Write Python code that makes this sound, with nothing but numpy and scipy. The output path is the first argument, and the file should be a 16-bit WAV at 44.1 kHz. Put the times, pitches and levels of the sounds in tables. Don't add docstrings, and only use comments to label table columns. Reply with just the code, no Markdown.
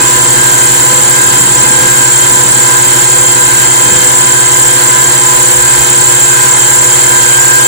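import sys
import numpy as np
from scipy import signal
from scipy.fft import rfft, irfft, next_fast_len
from scipy.io import wavfile
from scipy.ndimage import uniform_filter1d

SR = 44100
rng = np.random.default_rng(int(sys.argv[2]) if len(sys.argv) > 2 else 0)


def linear_from_db(decibels):
    return 10 ** (np.asarray(decibels, float) / 20)


def transcribe(u):
    v = np.clip(np.atleast_2d(u).T, -1, 1)
    q = np.round(v * 32767).astype(np.int16)
    wavfile.write(sys.argv[1], SR, q)


N = 338247

TEETH = 14
MOTOR_RATIO = 11 / 3
HUM_HZ = 120
BEATER_HZ, BEATER_RIPPLE = 4.56, 0.044
ORBIT_HZ = 1.355

# time in seconds, turns per second.
GEAR_SPEED = [(0.0, 35.879), (0.3, 36.086), (0.63, 35.958), (1.23, 36.34), (1.53, 35.896), (1.8, 36.33),
              (2.17, 35.93), (2.44, 36.082), (3.1, 36.167), (3.58, 35.929), (3.79, 36.198), (3.97, 35.955),
              (4.54, 36.159), (5.59, 36.076), (5.87, 35.819), (6.11, 36.183), (7.16, 35.956),
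              (7.67, 36.262)]
TONE_ORDERS = [11 / 3, 22 / 3, 8.854, 9.482, 14, 24, 26, 28, 30, 42, 44, 143 / 3, 56, 172 / 3, 70, 82, 88,
               98, 120]
# left level in dB, right level in dB, left lead in radians, flutter in dB.
GEAR_TONES = [(-29.5, -23.5, 1, 0.54), (-41, -44.5, 0, 9), (-44, -43, -0.1, 5), (-38, -40, 0.45, -5),
              (-35, -36, -0.5, 4), (-37, -35, -1.5, 5), (-42, -45, -3.5, 4), (-22, -18.5, -2.18, 1.2),
              (-46, -40, -2.5, -5), (-30.5, -41, -1.86, 3.), (-23.5, -21.5, 2.5, 2.5),
              (-32.5, -32, -1.84, 3.), (-34.5, -49, 0.45, 3.), (-51, -47, 2.5, 3.), (-36, -38, -0.3, 3.),
              (-32.5, -52, 6, 3.), (-32.5, -34.5, -1.27, 2.5), (-47, -47, 0.5, 3.), (-38, -42, -0.5, 3.)]
HUM_MULTIPLES = [.5, 1, 2, 3, 4, 5, 6, 7, 8]
# left level in dB, right level in dB, left lead in radians, start in radians.
HUM_TONES = [(-43, -65, -4.5, .3), (-28, -26.5, 0.87, 0.34), (-76, -86, -14, 0.18), (-25, -24, 0.42, 0.22),
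             (-31.5, -30.5, 0.2, 0.3), (-44, -33, -2, .3), (-40, -41, 1.5, .3), (-34.5, -28.5, 0.98, 0.67),
             (-31, -37, -5, 0.12)]
# frequency in Hz, level in dB per Hz.
RUMBLE_MID = [(12, -50), (25, -23), (70, -15.5), (200, -8.5), (420, -12), (700, -11), (1160, -14.5),
              (1600, -9.5), (2320, -14.5), (4000, -12), (5200, -14.5), (6200, -12.5), (8000, -46)]
# frequency in Hz, level in dB per Hz.
RUMBLE_SIDE = [(12, -57), (25, -26), (70, -20), (200, -21), (700, -23), (1000, -23), (1250, -11),
               (1620, -16), (2370, -15), (4000, -13.5), (6200, -17), (8000, -54)]
# frequency in Hz, width in Hz, level in dB.
BOWL_MODES = [(305, 73, 3), (858, 32, 8), (1042, 79, 6.5), (927, 35, 9), (1330, 35, 3.5), (1480, 36, 2),
              (1600, 320, 2.5), (2080, 66, 8.5), (3146, 50, 3.5), (3930, 200, -4)]
# frequency in Hz, level in dB per Hz.
HISS_MID = [(5820, -58), (9900, 3.5), (11400, 1), (13200, -4), (15100, 1), (15700, 1.5)]
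# frequency in Hz, level in dB per Hz.
HISS_SIDE = [(5820, -26), (9900, 4), (10400, -12), (10800, -15), (11500, -23), (12300, 0), (13100, -7),
             (14500, 3), (15700, -34)]
# time in seconds, shift from 0 to 1, share of rumble bass kept.
BASS_SHIFT = [
    (0, 0, 1.05),
    (3.3, 0, 1.05),
    (4.05, 1, .75),
    (5.8, 1, .55),
    (7.67, .75, .4),
]
# time in seconds, level in dB over the steady shake.
DOUGH_THUMPS = [(.21, 4), (.77, 3), (1.69, 2), (1.92, 5), (2.14, 4), (2.45, 5), (3.05, 6), (3.54, 11),
                (3.82, 10), (3.99, 8), (4.2, 7), (4.55, 5), (5.0, 6), (5.62, 12), (5.78, 13), (6.96, 7),
                (7.25, 6), (7.63, 5)]
# cycles per gear turn, swells per circle,
# first peak in seconds, depth in dB.
ORBIT_SWELLS = [(14, 1, 0.28, 5.5), (42, 1, 0.56, 4), (28, 2, 0.16, 2), (88, 2, 0.32, 2.7),
                (70, 1, .006, 0.1)]
# time in seconds, strength in dB, length in seconds.
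BEATER_DIGS = [(0.447, 7, 0.11), (1.2, 4.5, .13), (1.927, 5.5, 0.11), (2.763, 3, 0.05), (3.395, 4, 0.072),
               (4.283, 2, 0.16), (4.9, 2.5, 0.12), (5.35, 0.5, .12), (5.704, 4.5, .07), (6.452, 2.5, 0.34),
               (7.1, 2, 0.15), (7.452, 5.5, 0.32)]
# frequency in Hz, width in Hz, level in dB.
RING_MODES = [
    [(6030, 200, -21), (6300, 200, -20), (6550, 150, -16), (6800, 250, -14)],
    [(7065, 60, -4), (7200, 80, -6), (7310, 100, -1.5), (7530, 140, -1.5), (7665, 90, -2), (7780, 90, -7)],
    [(7880, 90, -8), (8035, 60, -1), (8135, 90, -1.5), (8250, 100, 0)],
    [(8560, 110, -5), (8690, 120, -6), (8810, 110, -8), (9104, 25, -9)],
    [(9250, 120, -18), (9520, 120, -16), (9800, 200, -14)],
]
# place on the gear in teeth, level in dB.
RING_TEETH = [
    [(.5, -3), (2.6, 3), (3.9, 1), (5.2, -4), (12, 5), (13, -5)],
    [(1.6, -4), (3, 1), (5.2, -4), (6.9, 0), (9.9, -8), (11.3, 1), (12.4, 3), (13.1, 3), (13.8, 1),
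     (.6, -3)],
    [(5.8, -2), (6.7, 4), (7.7, -3), (8.7, -4), (9.7, 2), (10.7, -4), (12.1, 4), (13.6, -3)],
    [(6.8, -1), (7.9, 1), (8.9, -1), (9.8, 1), (10.7, 0), (12.4, -1), (13.5, -5)],
    [(6.1, -9), (7.7, -9), (9.9, -5), (10.6, -6), (12.8, -10)],
]
# likeness of the two mics from 0 to 1, level in dB.
RING_MICS = [(0.36, 1), (1, 1.5), (0.98, 1.5), (1, 1.2), (0.7, -0.71)]
# frequency in Hz, share of the time.
DROP_MID = [(2000, 0), (2400, .2), (4700, .15), (5200, .38), (5800, .3), (6100, 0), (8300, 0), (8400, .6),
            (9600, .6), (9800, .1), (10300, .4), (11000, .12), (12000, .3), (12800, .65), (14200, .45),
            (14800, .03)]
# frequency in Hz, share of the time.
DROP_SIDE = [(2000, 0), (2300, .15), (3000, .05), (4500, .15), (5500, .08), (6400, .2), (6800, 0),
             (9600, .02), (10000, .6), (10400, .9), (11700, .88), (12200, .2), (12600, .02), (15700, .2)]


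def level(x, db):
    return x * linear_from_db(db) / np.sqrt(np.mean(x ** 2))


def filtered(x, gain):
    size = next_fast_len(N)
    hz = np.arange(1, size // 2 + 2) * SR / size
    return irfft(rfft(x, size) * gain(hz), size)[..., :N]


def modes(hz, table):
    total = 0
    for k, (center, width, db) in enumerate(table):
        total = total + (-1) ** k * linear_from_db(db) / (1 + 1j * (hz ** 2 - center ** 2) / (hz * width))
    return total


def colour(hz, table):
    f, db = np.transpose(table)
    return linear_from_db(np.interp(np.log(hz), np.log(f), db, right=-120))


def curve(table, column=1):
    rows = np.array(table)
    return np.interp(np.arange(N) / SR, rows[:, 0], rows[:, column])


def bumps(times, heights, lengths):
    t = np.arange(N) / SR
    return sum(h * np.exp(-((t - s) / w) ** 2) for s, h, w in np.broadcast(times, heights, lengths))


def walk(rate):
    k = int(SR / rate)
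    steps = np.repeat(rng.standard_normal(N // k + 1), k)
    return 1.3 * uniform_filter1d(uniform_filter1d(steps, k), k)[:N]


def scrape(turns, repeat):
    flank = rng.standard_normal(1222)
    repeat = np.clip(repeat, 0, 1)
    same = flank[(turns % 1 * len(flank)).astype(int)]
    return np.sqrt(repeat) * same + np.sqrt(1 - repeat) * rng.standard_normal(N)


def contacts(turns, table, width, between_db, contrast):
    tooth = np.arange(TEETH * 100) / 100
    power = linear_from_db(between_db) ** 2
    for place, db in table:
        away = (tooth - place + TEETH / 2) % TEETH - TEETH / 2
        power = power + linear_from_db(contrast * db) ** 2 * np.exp(-(away / width) ** 2)
    return np.sqrt(power)[(turns % 1 * len(tooth)).astype(int)]


def mics(mid, side):
    return np.array([mid + side, mid - side])


def effort():
    return -1.5 + bumps(*np.transpose(BEATER_DIGS))


def swell(order):
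    t = np.arange(N) / SR
    db = 0
    for swelling, per_orbit, peak, depth in ORBIT_SWELLS:
        if round(swelling) == order:
            db = db + depth * np.cos(round(per_orbit) * 2 * np.pi * ORBIT_HZ * (t - peak))
    return db + 1.57 * effort() if order == 44 else db


def tone(phase, left_db, right_db, lead, bass=0.):
    shift = bass * curve(BASS_SHIFT)
    left = linear_from_db(left_db - 0.28 * shift) * np.sin(phase + lead - 1.85 * shift)
    right = linear_from_db(right_db - 1.45 * shift) * np.sin(phase - 1.72 * shift)
    return np.sqrt(2) * np.array([left, right])


def hiss(turns):
    hard_teeth = [(12.8, 4), (13.3, 0), (.1, -4), (10.4, -5)]
    tick = contacts(turns, hard_teeth, width=.15, between_db=0, contrast=1)

    def shape(table):
        return lambda hz: colour(hz, table) * (hz > table[0][0])

    mid = filtered(tick * linear_from_db(0.3 * walk(40)) * rng.standard_normal(N), shape(HISS_MID))
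    side = filtered(tick * linear_from_db(1.0 * walk(37)) * rng.standard_normal(N), shape(HISS_SIDE))
    return mics(level(mid, -21), level(side, -20.5))


def thumps():
    shake = filtered(rng.standard_normal(N), lambda hz: modes(hz, [(59.7, 20, 0)]) ** 2)
    return level(shake, -2.5) * linear_from_db(-39.5 + bumps(*np.transpose(DOUGH_THUMPS), 0.065))


def rumble(turns):
    def body(hz):
        return np.sqrt(1 + sum(np.abs(modes(hz, [m])) ** 2 for m in BOWL_MODES))

    def casing(x):
        ringing = filtered(x, lambda hz: np.abs(modes(hz, [(1510, 200, 0)])) ** 2)
        return ringing * (linear_from_db(.55 * effort()) - 1)

    mid = scrape(turns, 0.19) * linear_from_db(0.39 * walk(7.2))
    side = scrape(turns, 0.23) * linear_from_db(0.5 * walk(21))
    mid = level(filtered(mid, lambda hz: colour(hz, RUMBLE_MID) * body(hz)), -16)
    side = level(filtered(side, lambda hz: colour(hz, RUMBLE_SIDE) * body(hz)), -18)
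    mid, side = mid + casing(mid), side + casing(side)
    bass = filtered(mid, lambda hz: 1 / (1 + (hz / 300) ** 4))
    heave = curve(BASS_SHIFT, column=2) * linear_from_db(2.4 * walk(8))
    mid = mid + (heave - 1) * bass
    side = side + 1.1 * curve(BASS_SHIFT) * bass[::-1]
    return mics(mid + thumps(), side) * linear_from_db([[-.8], [.8]])


def hum(mains):
    out = 0
    for k, (left_db, right_db, lead, start) in zip(HUM_MULTIPLES, HUM_TONES):
        out = out + tone(2 * np.pi * k * mains + start, left_db, right_db, lead, bass=k < 3)
    return out


def whine(turns):
    out = 0
    for order, (left_db, right_db, lead, flutter_db) in zip(TONE_ORDERS, GEAR_TONES):
        phase = 2 * np.pi * (order * turns + rng.random())
        db = np.clip(flutter_db, 0, 2.5) * walk(12) + swell(order)
        out = out + linear_from_db(db + 3.5) * tone(phase, left_db, right_db, lead, bass=order < 8)
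    mains = HUM_HZ * np.arange(N) / SR
    beat = 2 * np.pi * (MOTOR_RATIO * turns + 3 * mains)
    return out + hum(mains) + tone(beat, -32, -42, -1.2)


def head(turns):
    out = 0
    for table, teeth, (alike, db) in zip(RING_MODES, RING_TEETH, RING_MICS):
        force = contacts(turns, teeth, width=0.24, between_db=-13, contrast=0.93) * linear_from_db(0.51 * walk(30))
        alike = np.clip(alike, 0, 1)
        near = force * scrape(turns, 0.21)
        other = force * rng.standard_normal(N)
        left = alike * near + np.sqrt(1 - alike ** 2) * other
        drive = np.array([left, near]) / np.sqrt(np.mean(force ** 2))
        ringing = filtered(drive, lambda hz: modes(hz, table) * modes(hz, [(7200, 5100, 0)]) ** 2)
        out = out + linear_from_db(db) * ringing
    out[0] = filtered(out[0], lambda hz: linear_from_db(-2) * np.exp(-2j * np.pi * (hz - 6250) * 0.00022))
    closer = np.clip(np.arange(N) / SR - 5.8, 0, .25)
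    return level(out, -4) * linear_from_db(2.4 * closer - 0.52)


def scene():
    ripple = BEATER_RIPPLE * np.cos(2 * np.pi * BEATER_HZ * np.arange(N) / SR)
    turns = np.cumsum(curve(GEAR_SPEED) + ripple) / SR
    return hiss(turns) + rumble(turns) + whine(turns) + head(turns)


def starve(x, shares):
    hz, _, frames = signal.stft(x, SR, nperseg=2048)
    band = (9 * np.sqrt(np.arange(len(hz)))).astype(int)
    chance = rng.standard_normal((band[-1] + 1, frames.shape[1]))
    chance = uniform_filter1d(chance, 2, axis=1)
    together = np.linspace(-.9, 1.2, len(chance)).clip(0)[:, None]
    chance = chance + together * chance[0]
    rank = chance.argsort(axis=1).argsort(axis=1) / frames.shape[1]
    kept = rank[band] >= np.interp(hz, *np.transpose(shares), left=0)[:, None]
    return signal.istft(frames * kept, SR, nperseg=2048)[1][:N]


def roll_off(x):
    return signal.sosfilt(signal.butter(12, 15780, fs=SR, output="sos"), x)


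def record(dry):
    flat = np.clip(dry, -1.06, 1.06)
    mid = flat.sum(axis=0) / 2
    side = (flat[0] - flat[1]) / 2
    mix = mics(starve(mid, DROP_MID), starve(side, DROP_SIDE))
    return roll_off(mix)


dry = scene()
out = record(dry)
transcribe(out)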